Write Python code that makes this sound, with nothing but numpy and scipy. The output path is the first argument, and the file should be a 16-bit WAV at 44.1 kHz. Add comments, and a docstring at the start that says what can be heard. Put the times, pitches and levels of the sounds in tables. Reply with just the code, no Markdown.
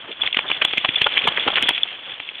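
"""A leash clip and buckles clack against a dog's muzzle as it tosses its head in the snow.
Each clack is a scrape and a chatter of impacts; square blows ring the basket hollow.
Metal parts clink and jingle, the slack webbing flaps, and webbing and coat rustle in tiny slips.
A close, narrow-band microphone peaks near 3.4 kHz; the loudest knocks carry bright overload crackle."""
import sys
import numpy as np
from scipy import signal
from scipy.fft import rfft, irfft
from scipy.io import wavfile
from scipy.ndimage import uniform_filter1d, minimum_filter1d

SR = 44100
rng = np.random.default_rng(int(sys.argv[2]) if len(sys.argv) > 2 else 0)


def int16_out(signal):
    """Quantize to a 16-bit WAV file."""
    q = np.round(np.clip(np.atleast_2d(signal).T, -1, 1) * 32767)
    wavfile.write(sys.argv[1], SR, q.astype(np.int16))


N = 105840  # 2.4 s


def amp(db):
    return 10 ** (np.asarray(db) / 20)


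def unit(x):
    """Scale to rms 1."""
    return x / np.sqrt(np.mean(x ** 2) + 1e-20)


def add(mix, start_s, sound):
    """Mix a sound in at start_s."""
    part = mix[max(0, round(start_s * SR)):][:len(sound)]
    part += sound[:len(part)]


def colour(x, points, size=4096):
    """Minimum-phase filter through points of f/Hz, gain/dB."""
    hz, db = np.transpose(points)
    log_hz = np.log(abs(np.fft.fftfreq(size, 1 / SR)) + 1)
    log_gain = np.log(amp(np.interp(log_hz, np.log(hz), db)))
    taps = np.fft.ifft(np.exp(np.conj(signal.hilbert(log_gain)))).real
    return signal.fftconvolve(x, taps[:size // 2])[:len(x)]


def drift(rate_hz):
    """Low-passed noise, rms 1."""
    hz = np.fft.rfftfreq(N, 1 / SR)
    return unit(irfft(rfft(rng.standard_normal(N)) * np.exp(-(hz / rate_hz) ** 2), N))


# Microphone response: f/Hz, gain/dB
MIC_RESPONSE = [(20, -34), (55, -19.5), (130, -15), (290, -10), (900, -9.5), (1700, -8), (2500, -3),
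                (3050, -0.5), (3420, -0.5), (3560, -12), (3750, -16.5), (4050, -24.5), (4450, -34.5),
                (4800, -60.5), (5400, -102)]

def microphone(x):
    """Narrow band: resonant near 3.4 kHz, steep roll-off above."""
    return colour(x, MIC_RESPONSE)


def rubbing(spectrum, flutter_db, flutter_hz, slips_per_s=3500, spread_db=2.5):
    """Dense tiny slips that come in clumps; rms 1."""
    slips = (rng.random(N) < slips_per_s / SR) * rng.choice([-1, 1], N)
    strength = amp(spread_db * np.minimum(rng.exponential(1, N), 4))
    clumps = amp(flutter_db * drift(flutter_hz))
    return unit(microphone(colour(slips * strength * clumps, spectrum)))


# Rubbing spectra: f/Hz, gain/dB
BODY_SPECTRUM = [(30, -1), (150, -1.5), (320, -1), (600, 1.5), (1200, 0), (1700, 0.5), (2400, -19.5)]
TREBLE_SPECTRUM = [(900, -25.5), (1500, -8.5), (2000, -3), (3050, -1.5), (3350, 1), (3800, -2), (4500, -3)]
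# Rustle envelope, before trim: t/s, body level/dB, treble level/dB
RUSTLE_LEVELS = [(0, -45.5, -34), (0.07, -38.5, -39.5), (0.115, -44.5, -30.5), (0.159, -48.5, -41),
                 (0.246, -33, -24.5), (0.309, -45.5, -32), (0.41, -40.5, -31.5), (0.46, -34.5, -31),
                 (0.548, -40, -25), (0.603, -36, -33.5), (0.681, -40, -26), (0.82, -41, -27.5),
                 (0.92, -40, -29), (0.999, -39.5, -24.5), (1.151, -35.5, -22.5), (1.319, -33.5, -26),
                 (1.42, -35.5, -23.5), (1.55, -34, -24.5), (1.66, -33.5, -23.5), (1.738, -38, -23.5),
                 (1.809, -41, -33.5), (1.88, -42.5, -28), (2.0, -42.5, -37.5), (2.122, -42.5, -31),
                 (2.18, -47, -34), (2.4, -47, -33)]

def rustle(body_trim_db=-0.75, treble_trim_db=-2.5):
    """Webbing and coat rub harder while the head swings."""
    times_s, body_db, treble_db = np.transpose(RUSTLE_LEVELS)
    t = np.arange(N) / SR
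    body = rubbing(BODY_SPECTRUM, flutter_db=2.5, flutter_hz=60)
    body *= amp(body_trim_db + np.interp(t, times_s, body_db))
    treble = rubbing(TREBLE_SPECTRUM, flutter_db=2.0, flutter_hz=83)
    treble *= amp(treble_trim_db + np.interp(t, times_s, treble_db))
    return body + treble


def jingle(touches_per_s=36, length_s=0.0093, pitch_hz=3426, spread_hz=30, trim_db=-2.5):
    """Loose rings keep touching faintly; their level follows the treble rustle."""
    times_s, _, treble_db = np.transpose(RUSTLE_LEVELS)
    mix = np.zeros(N)
    t = np.arange(0, length_s, 1 / SR)
    envelope = np.sin(np.pi * t / length_s) ** 2
    chance, detune = rng.random(N), rng.standard_normal(N)
    for i in np.flatnonzero(chance < touches_per_s / SR):
        tone = np.sin(2 * np.pi * (pitch_hz + spread_hz * detune[i]) * t)
        level_db = trim_db + np.interp(i / SR, times_s, treble_db)
        add(mix, i / SR, amp(level_db) * unit(envelope * tone))
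    return mix


# Webbing flaps: t/s, length/s, f/Hz, level/dB
STRAP_FLAPS = [(0.087, 0.059, 394, -41), (.887, 0.016, 258, -33.5), (.886, 0.024, 110, -43.5),
               (1.015, 0.016, 118.5, -38.5), (1.252, 0.013, 330, -28.5), (1.274, 0.027, 136, -39.5),
               (1.464, .022, 310, -28), (1.705, 0.0096, 650, -30.5)]

def flap(length_s, hz, db, width_oct=0.52, size=4096):
    """The slack strap gives a soft, dull puff."""
    progress = np.arange(0, length_s, 1 / SR) / length_s
    octaves = np.log2((np.fft.rfftfreq(size, 1 / SR) + 1) / hz)
    puff = irfft(rfft(rng.standard_normal(size)) * np.exp(-0.5 * (octaves / width_oct) ** 2))
    envelope = np.sin(np.pi * np.sqrt(progress)) ** 2
    return amp(db) * unit(envelope * puff[:len(progress)])


# Light metal-on-metal touches: t/s, length/s, f/Hz, level/dB, scratchiness (0-1)
METAL_CLINKS = [(0.114, 0.0077, 3490, -30.5, .6), (0.2156, 0.012, 3410, -16, 0.13),
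                (0.2615, 0.0094, 3460, -20, 0.36), (0.3255, 0.01, 3430, -19.5, 0.64),
                (0.485, 0.0096, 3510, -24.5, 0.47), (0.9555, 0.013, 3460, -14.5, 0.28),
                (1.0422, 0.0055, 3300, -13, 0.33), (1.188, 0.0078, 3150, -17, 0.4),
                (1.3952, 0.006, 3403, -19, 0.3), (1.672, 0.0064, 3380, -21, 0.5),
                (1.8317, 0.0061, 3405, -10, 0.15), (2.117, 0.0093, 3370, -30.5, 0.5)]

def clink(length_s, hz, db, scratchiness, width_hz=610, size=4096):
    """One high partial swells and dies, with a band of scratch just below it."""
    progress = np.arange(0, length_s, 1 / SR) / length_s
    band = np.exp(-((hz - width_hz - np.fft.rfftfreq(size, 1 / SR)) / width_hz) ** 2)
    scratch = irfft(rfft(rng.standard_normal(size)) * band)[:len(progress)]
    tone = np.sin(2 * np.pi * hz * length_s * progress)
    envelope = np.sin(np.pi * progress ** 0.81) ** 2  # peaks early
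    return amp(db) * unit(envelope * (tone + scratchiness * unit(scratch)))


# Crackle spectrum: f/Hz, gain/dB
CRACKLE_SPECTRUM = [(2500, -8), (5000, -1), (9000, 1.5), (12000, -7.5), (15500, -14)]
# Crackles on the loudest knocks: t/s, level/dB
OVERLOAD_CRACKLES = [(.3702, -56.5), (0.618, -50.5), (0.6492, -28.5), (.780, -41), (1.0181, -37),
                     (1.067, -51.5), (1.178, -48), (1.276, -34.5), (1.625, -28), (1.6905, -19.5)]

def crackle(db, length_s=0.0018, ticks_per_s=4200, size=512):
    """Overload crackle on the loudest knocks: a tiny cluster of sharp ticks."""
    t = np.arange(size) / SR
    ticks = (rng.random(size) < ticks_per_s / SR) * (t < length_s) * rng.standard_normal(size)
    ticks[round(length_s / 2 * SR)] = 1
    return amp(db) * unit(colour(ticks, CRACKLE_SPECTRUM)) * np.sqrt(length_s * SR / size)


# Muzzle basket modes, main one first: frequency ratio, relative level/dB, t60/s
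BASKET_MODES = [(1, 4, 0.033), (.68, -7.5, 0.031), (1.67, -0.5, 0.034)]

def basket(hz, other_modes_db, size=4096):
    """The muzzle rings; the spot struck sets the pitch and the share of the other modes."""
    t = np.arange(size) / SR
    ring = np.zeros(size)
    for k, (ratio, db, t60_s) in enumerate(BASKET_MODES):
        envelope = amp(db + other_modes_db * (k > 0) - 60 * t / t60_s)
        ring += envelope * np.sin(2 * np.pi * hz * ratio * t)
    return ring


# Square blows on the basket: t/s, f/Hz, gain/dB, gain of other modes/dB
HOLLOW_KNOCKS = [(1.0665, 862, -12.5, 3), (1.2755, 1024, -13.5, -5), (1.4795, 813, -13.5, 4.5),
                 (1.691, 950, -21, -3)]

def knock(hz, db, other_modes_db, rise_s=0.00079):
    """A square blow with soft contact rings the basket hollow."""
    ring = basket(hz, other_modes_db)
    t = np.arange(len(ring)) / SR
    return amp(db) * ring * (1 - np.exp(-(t / rise_s) ** 2))


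# Edges of the thud, body, crack and ring bands: f/Hz
CLACK_BANDS_HZ = [150, 600, 1700, 3000, 4200]

def shape_bands(burst, length_s, levels_db):
    """Equalise a burst towards four band levels, taken as rms over length_s."""
    size = len(burst)
    edges_hz = np.array(CLACK_BANDS_HZ)
    centres_hz = np.sqrt(edges_hz[1:] * edges_hz[:-1])
    energy = 2 * abs(rfft(burst)) ** 2 / size
    band_energy, _ = np.histogram(np.fft.rfftfreq(size, 1 / SR), edges_hz, weights=energy)
    band_db = 10 * np.log10(band_energy / (length_s * SR))
    shaped = colour(burst, np.c_[centres_hz, levels_db - band_db])
    return unit(shaped) * np.sqrt(np.sum(amp(levels_db) ** 2) * length_s * SR / size)


IMPACTS_PER_S, IMPACT_SPREAD_DB = 2600, 0.5
SCRAPE_DB, SCRAPE_LEAD_S, SCRAPE_T60_S = -7.5, 0.0065, 0.055
BASKET_HZ, BASKET_SPREAD_OCT, BASKET_GAIN_DB = 862, 0.14, -46
# Clip and buckle hits, before trim: t/s, length/s, level/dB in each band (thud, body, crack, ring)
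BUCKLE_CLACKS = [(0.235, 0.00082, -42.5, -20.5, -19, -23), (0.2747, 0.0015, -56.5, -35.5, -13.5, -18.5),
                 (0.3458, 0.0029, -47, -37, -16.5, -27.5), (0.369, 0.0032, -27, -22, -15, -14.5),
                 (0.3886, 0.0054, -35.5, -23, -17, -22.5), (0.5, 0.0041, -36, -23.5, -26, -23),
                 (0.515, 0.0021, -28, -25.5, -7, -20.5), (0.617, 0.006, -33.5, -21.5, -11, -20),
                 (0.625, 0.0011, -37, -24, -13.5, -18), (0.648, 0.0042, -31, -20.5, -16.5, -10),
                 (0.734, 0.0043, -30, -28, -23, -22.5), (0.7745, 0.0011, -30, -28, -15.5, -16),
                 (0.7784, 0.004, -33, -49, -12.5, -22.5), (0.846, 0.0081, -38.5, -18.5, -19.5, -21),
                 (0.857, 0.00081, -42, -21.5, -14.5, -17.5), (0.8876, 0.0035, -38, -39.5, -14.5, -19.5),
                 (1.016, 0.0051, -27.5, -26, -12, -12), (1.065, 0.0059, -26, -16, -19.5, -20.5),
                 (1.1716, 0.0028, -35.5, -40.5, -8, -24.5), (1.177, 0.0039, -47, -25.5, -18, -10),
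                 (1.214, 0.0011, -62, -32, -23, -60), (1.2395, 0.0048, -32, -40, -24.5, -27),
                 (1.248, 0.0012, -35, -44, -24, -22), (1.2736, 0.0044, -33, -13.5, -18.5, -17),
                 (1.2807, 0.0086, -35, -32, -29, -17.5), (1.3737, 0.0023, -50, -33, -13.5, -29.5),
                 (1.381, 0.0025, -32.5, -22, -22.5, -61.5), (1.477, 0.0094, -25, -17.5, -22, -17),
                 (1.5022, 0.0027, -45.5, -22, -32, -23), (1.557, 0.0019, -33.5, -27, -8.5, -8.5),
                 (1.5647, 0.0011, -41, -52, -14.5, -19), (1.57, 0.008, -40, -25.5, -17.5, -25),
                 (1.5815, 0.0036, -42, -21, -15, -23), (1.625, 0.0024, -23.5, -49.5, -10.5, -16),
                 (1.631, 0.0083, -33.5, -47, -32, -23.5), (1.686, 0.00072, -38, -28, -8.5, -19),
                 (1.6891, 0.003, -29.5, -15.5, -14, -7), (1.7, 0.011, -34, -45, -27, -28),
                 (1.7778, 0.0026, -54, -33.5, -21.5, -20.5), (2.201, 0.0007, -34.5, -28.5, -19, -25.5),
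                 (2.2893, 0.0012, -49.5, -60, -20, -32)]

def clack(length_s, levels_db, trim_db=1.8, size=4096):
    """Clip or buckle scrapes, then chatters on the basket; the spot struck sets the colour."""
    t = np.arange(size) / SR - SCRAPE_LEAD_S
    contacts = (rng.random(size) < IMPACTS_PER_S / SR) * (t > 0) * (t < length_s)
    strength, polarity, scrape = rng.standard_normal((3, size))
    impacts = contacts * np.sign(polarity) * amp(-IMPACT_SPREAD_DB * strength)
    impacts[round((SCRAPE_LEAD_S + length_s / 3) * SR)] = 1.53  # main impact
    scrape *= np.where(t < 0, 1 + t / SCRAPE_LEAD_S, amp(-60 * t / SCRAPE_T60_S))
    drive = unit(impacts) + amp(SCRAPE_DB) * unit(scrape)
    pitch_hz = BASKET_HZ * 2 ** (BASKET_SPREAD_OCT * rng.standard_normal())
    ring = signal.fftconvolve(drive, basket(pitch_hz, other_modes_db=0))[:size]
    burst = microphone(drive + amp(BASKET_GAIN_DB) * ring)
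    return amp(trim_db) * shape_bands(burst, length_s, levels_db)


def scene(after_tick_s=0.013, after_tick_db=-40):
    """Leash and muzzle in the open air; dry, mono."""
    mix = rustle() + jingle()
    for start_s, length_s, *levels_db in BUCKLE_CLACKS:
        add(mix, start_s - SCRAPE_LEAD_S, clack(length_s, np.array(levels_db)))
    for start_s, db in OVERLOAD_CRACKLES:  # faint tick just after each of the loudest knocks
        add(mix, start_s + after_tick_s, crackle(db + after_tick_db))
    sources = (HOLLOW_KNOCKS, knock), (METAL_CLINKS, clink), (STRAP_FLAPS, flap)
    for table, sound in *sources, (OVERLOAD_CRACKLES, crackle):
        for start_s, *settings in table:
            add(mix, start_s, sound(*settings))
    return mix[None]


def record(dry, ceiling=0.75, cutoff_hz=16750):
    """Fast, smooth peak limiter, then a low-pass."""
    gain = minimum_filter1d(np.minimum(1, ceiling / (abs(dry) + 1e-9)), size=101)
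    for _ in range(3):
        gain = uniform_filter1d(gain, size=41)
    lowpass = signal.firwin(511, cutoff_hz, window=("kaiser", 9), fs=SR)
    return signal.oaconvolve(dry * gain, lowpass[None], "same")


dry = scene()
out = record(dry)
int16_out(out)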